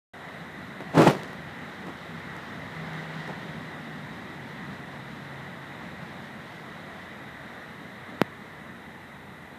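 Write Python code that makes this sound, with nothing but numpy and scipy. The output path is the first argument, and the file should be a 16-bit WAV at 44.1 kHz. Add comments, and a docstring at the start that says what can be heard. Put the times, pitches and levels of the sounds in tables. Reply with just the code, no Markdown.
"""A quiet garden with a hedge, heard from a hand-held camera; distant traffic rumbles throughout.
About 1 s in, a finger slides and bumps over the case, right by the microphone, then shifts its grip.
From 2 s a far engine drones, sinking in pitch as it passes near 4 s; a light breeze stirs the hedge
around 3 s and again at 6.6 s. At 8.2 s the finger taps the case once, close and loud."""
import sys
import numpy as np
from scipy import signal
from scipy.fft import rfft, irfft, next_fast_len
from scipy.io import wavfile
from scipy.ndimage import uniform_filter1d, map_coordinates

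SR = 44100
rng = np.random.default_rng(int(sys.argv[2]) if len(sys.argv) > 2 else 0)


def unload_audio(sound):
    """Save the sound as a 16-bit wav file, at the path given as the first command line argument."""
    columns = np.transpose(np.atleast_2d(sound))
    # keep every value between -1 and 1, then stretch to whole-number steps
    steps = np.round(np.clip(columns, -1, 1) * 32767)
    wavfile.write(sys.argv[1], SR, steps.astype(np.int16))


N = 422478

# spectrum of the case under a soft rubbing finger: f/Hz, relative level/dB
RUBBED_CASE = [(20, -46), (55, -39), (112, -13), (152, 5.5), (220, -4), (300, 0.5), (500, -4.5), (950, -9),
               (1500, -16.5), (3000, -27), (4500, -36), (8000, -41), (12500, -50), (15500, -58)]
# spectrum of dry skin crackling: f/Hz, relative level/dB
DRY_SKIN = [(800, -35), (2500, 8), (4000, 5), (7000, -3.5), (12000, -13), (15500, -18)]


def amp(db):
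    """Decibels to gain."""
    return 10 ** (np.asarray(db) / 20)


def unit(x):
    """Scale to rms 1."""
    return x / np.sqrt(np.mean(x ** 2) + 1e-20)


def gain_at(spectrum, hz):
    """Gain read from (f/Hz, level/dB) points on a log frequency axis."""
    f, db = np.transpose(spectrum)
    return amp(np.interp(np.log(hz + 1), np.log(f + 1), db))


def curves(rows):
    """One value per sample for each column after the time."""
    times, *columns = np.transpose(rows)
    return [np.interp(np.arange(N) / SR, times, column) for column in columns]


def wobble(rate):
    """A smooth random curve, rate knots a second."""
    return map_coordinates(rng.standard_normal(8192), [np.arange(N) * rate / SR], mode="mirror")


def swell(start_s, hold_s, attack_s, release_s):
    """Gain that rises to 1 at the start, holds and dies away; attack and release each span 20 dB."""
    t = np.arange(N) / SR - start_s
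    return 10 ** -(np.maximum(-t, 0) / attack_s + np.maximum(t - hold_s, 0) / release_s)


def filtered(x, response):
    """Filter x by a gain given as a function of frequency."""
    size = next_fast_len(N + SR // 2)
    return irfft(rfft(x, size) * response(np.fft.rfftfreq(size, 1 / SR)), size)[:N]


def rush(spectrum, patchy_db):
    """Coloured noise of rms 1 with drifting patches of gain."""
    bins = signal.stft(rng.standard_normal(N), nperseg=1024)[2]
    patches = uniform_filter1d(rng.standard_normal(bins.shape), size=7, axis=0)
    patches = uniform_filter1d(patches, size=10, axis=1)
    noise = signal.istft(bins * amp(patchy_db * unit(patches)), nperseg=1024)[1][:N]
    return unit(filtered(noise, lambda hz: gain_at(spectrum, hz)))


def damped_ring(spectrum, size=4096):
    """The heavily damped answer of a surface to one push, peak 1."""
    cepstrum = irfft(np.log(gain_at(spectrum, np.fft.rfftfreq(size, 1 / SR))))
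    cepstrum[1:size // 2] *= 2  # minimum phase: nothing sounds before the push
    cepstrum[size // 2 + 1:] = 0
    ring = irfft(np.exp(rfft(cepstrum)))
    return ring / np.abs(ring).max()


def friction(spectrum, spread_db, rate):
    """Surfaces catch and slip in countless tiny pushes of uneven size; rms 1."""
    slips = rng.standard_normal(N) * amp(spread_db * wobble(rate))
    return unit(signal.fftconvolve(slips, damped_ring(spectrum))[:N])


def far_tone(hz, waver_hz, flutter_db):
    """A distant tone of about rms 1; the air makes it waver."""
    phase = 2 * np.pi * np.cumsum(hz + waver_hz * wobble(14)) / SR
    return amp(flutter_db * wobble(16)) * np.sqrt(2) * np.sin(phase)


def traffic():
    """Rumble and tyre noise from a distant road swell slowly over a faint steady hiss."""
    # flow of traffic: t/s, tyre level/dB, rumble level/dB (both trimmed below)
    flow = [(0.15, -44, -49), (0.8, -43.4, -44.5), (2.1, -42.5, -47), (3.0, -41, -44.5), (4.0, -43, -44.5),
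            (5.6, -43.4, -45.5), (7.4, -44.5, -48.5), (8.0, -44.7, -48.0), (9.2, -47.5, -49.5)]
    # spectra of the three layers: f/Hz, relative level/dB
    rumble_spectrum = [(20, -49), (45, -35), (70, -11.5), (104, -9), (140, 0), (185, 1), (225, -0.5),
                       (275, -4.5), (330, -8.5), (500, -22.5), (1000, -55)]
    tyre_spectrum = [(120, -22), (330, -0.5), (560, 0.5), (780, 1.5), (1150, -1), (1700, 0), (1970, 5),
                     (2200, -5), (2600, -11.5), (3200, -13.5), (3850, -9), (4500, -24.5), (8000, -30.5),
                     (15000, -50)]
    hiss_spectrum = [(1000, 7.5), (5000, -4), (9000, 0), (14000, -1), (15300, -10)]
    tyre_db, rumble_db = curves(flow)
    rumble = amp(rumble_db + 1.1 + 0.15 * wobble(8)) * rush(rumble_spectrum, patchy_db=1.45)
    tyres = amp(tyre_db + 0.58 + 0.36 * wobble(6.5)) * rush(tyre_spectrum, patchy_db=0.71)
    hiss = amp(-65.5) * rush(hiss_spectrum, patchy_db=0.2)
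    return rumble + tyres + hiss


def machinery():
    """Far machinery hums faintly all the while."""
    # tones of the hum: f/Hz, level/dB
    tones = [(71, -69), (93, -60.5)]
    return sum(amp(db) * far_tone(hz, waver_hz=1.6, flutter_db=2.0) for hz, db in tones)


def engine():
    """Only a few low tones of a passing engine carry to the garden; they sink as it goes by."""
    # the engine pulling: t/s, hold/s, level/dB
    pulls = [(2.05, 3.6, -49), (2.8, 0.29, -42)]
    # its tones: multiple of the pitch, relative level/dB
    orders = [(1, -1), (1.55, -18), (2.5, -17)]
    centre_hz, sink_hz, pass_s, sink_s = 149.2, 10.5, 4.2, 0.6
    pitch_hz = centre_hz - sink_hz * np.tanh((np.arange(N) / SR - pass_s) / sink_s)
    effort = sum(amp(db) * swell(s, hold, attack_s=0.2, release_s=0.46) for s, hold, db in pulls)
    return effort * sum(amp(db) * far_tone(k * pitch_hz, waver_hz=1, flutter_db=0) for k, db in orders)


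def hedge():
    """Leaves brush one another as each light gust comes and goes."""
    # gusts: peak t/s, level/dB, time to rise or fall by 20 dB/s
    gusts = [(3.0, -57, 5.2), (6.6, -63, 1.7)]
    # spectrum of the rustle: f/Hz, relative level/dB
    leaf_spectrum = [(1200, -21), (3000, 12.5), (5000, 3), (7500, -9), (11000, -20.5), (15500, -17)]
    breeze = sum(amp(db) * swell(s, 0, fade, fade) for s, db, fade in gusts)
    flutter = amp(2.0 * wobble(12))
    return breeze * flutter * friction(leaf_spectrum, spread_db=1.5, rate=400)


def finger_slide():
    """A finger rubs the case beside the microphone; the skin crackles once it is moving."""
    # strokes: t/s, hold/s, rubbing level/dB, crackle level/dB
    strokes = [(0.953, .004, -22, -60), (0.983, 0.047, -15.5, -37.5), (1.069, 0.0091, -17, -36),
               (1.17, 0.13, -44.5, -59)]
    crackle_lag_s = 0.013
    rubbing, dragging = np.zeros(N), np.zeros(N)
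    for s, hold, rub_db, crackle_db in strokes:
        rubbing += amp(rub_db) * swell(s, hold, attack_s=0.021, release_s=0.073)
        dragging += amp(crackle_db) * swell(s + crackle_lag_s, hold, attack_s=0.05, release_s=0.082)
    slide = rubbing * friction(RUBBED_CASE, spread_db=0, rate=600)
    crackle = dragging * friction(DRY_SKIN, spread_db=3.5, rate=800)
    return slide + crackle


def grip_shifts():
    """Each press or shift of grip sends a brief scuff through the case."""
    # presses: t/s, level/dB, half length/s
    presses = [(0.809, -33, 0.0028), (0.822, -37.5, .005), (0.979, -14.5, .004), (1.074, -11.5, 0.004),
               (1.887, -36.5, 0.018), (3.298, -35, 0.014)]
    t = np.arange(N) / SR
    pressure = sum(amp(db) * np.exp(-0.5 * ((t - s) / half) ** 2) for s, db, half in presses)
    return pressure * friction(RUBBED_CASE, spread_db=2.5, rate=550)


def finger_taps():
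    """Each touch pushes the case into a dull knock while the skin adds a sharp tick."""
    # touches: t/s, push level/dB, tick level/dB
    touches = [(.806, -23.5, -60), (1.1, -9, -33), (1.1096, -14, -34), (1.1346, -24, -40),
               (1.1514, -21, -43), (1.234, -31, -29), (1.332, -25, -41), (1.87, -41, -37),
               (2.366, -29, -37), (2.9343, -38, -37), (3.2777, -36, -35), (8.2161, 0.5, -45)]
    # the tapped case as the microphone hears it: f/Hz, relative level/dB
    case_spectrum = [(20, -73), (60, -40), (110, -7.5), (180, 1), (260, 0.5), (450, -3), (900, -8.5),
                     (1900, -14), (3200, -21), (5400, -30.5), (7900, -57), (10000, -39), (13300, -37),
                     (15500, -41)]
    pushes, contacts = np.zeros(N), np.zeros(N)
    for s, push_db, tick_db in touches:
        pushes[round(s * SR)] = amp(push_db)
        contacts[round(s * SR)] = amp(tick_db)
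    knocks = signal.fftconvolve(pushes, damped_ring(case_spectrum))
    ticks = signal.fftconvolve(contacts, damped_ring(DRY_SKIN))
    return (knocks + ticks)[:N]


def scene():
    """The distance, the hedge and close handling, all on one microphone."""
    garden = traffic() + machinery() + engine() + hedge()
    handling = finger_slide() + grip_shifts() + finger_taps()
    return (garden + handling)[None]


def record(dry):
    """The microphone opens a moment late and cuts the highest treble; the loudest peak is softly rounded off."""
    open_s, fade_s, ceiling, top_hz = 0.134, 0.003, 0.92, 15250
    live = np.clip((np.arange(N) / SR - open_s) / fade_s, 0, 1)
    rounded = dry[0] / (1 + np.abs(dry[0] / ceiling) ** 8) ** (1 / 8)
    return filtered(rounded * live, lambda hz: 1 / (1 + (hz / top_hz) ** 200))[None]


dry = scene()
out = record(dry)
unload_audio(out)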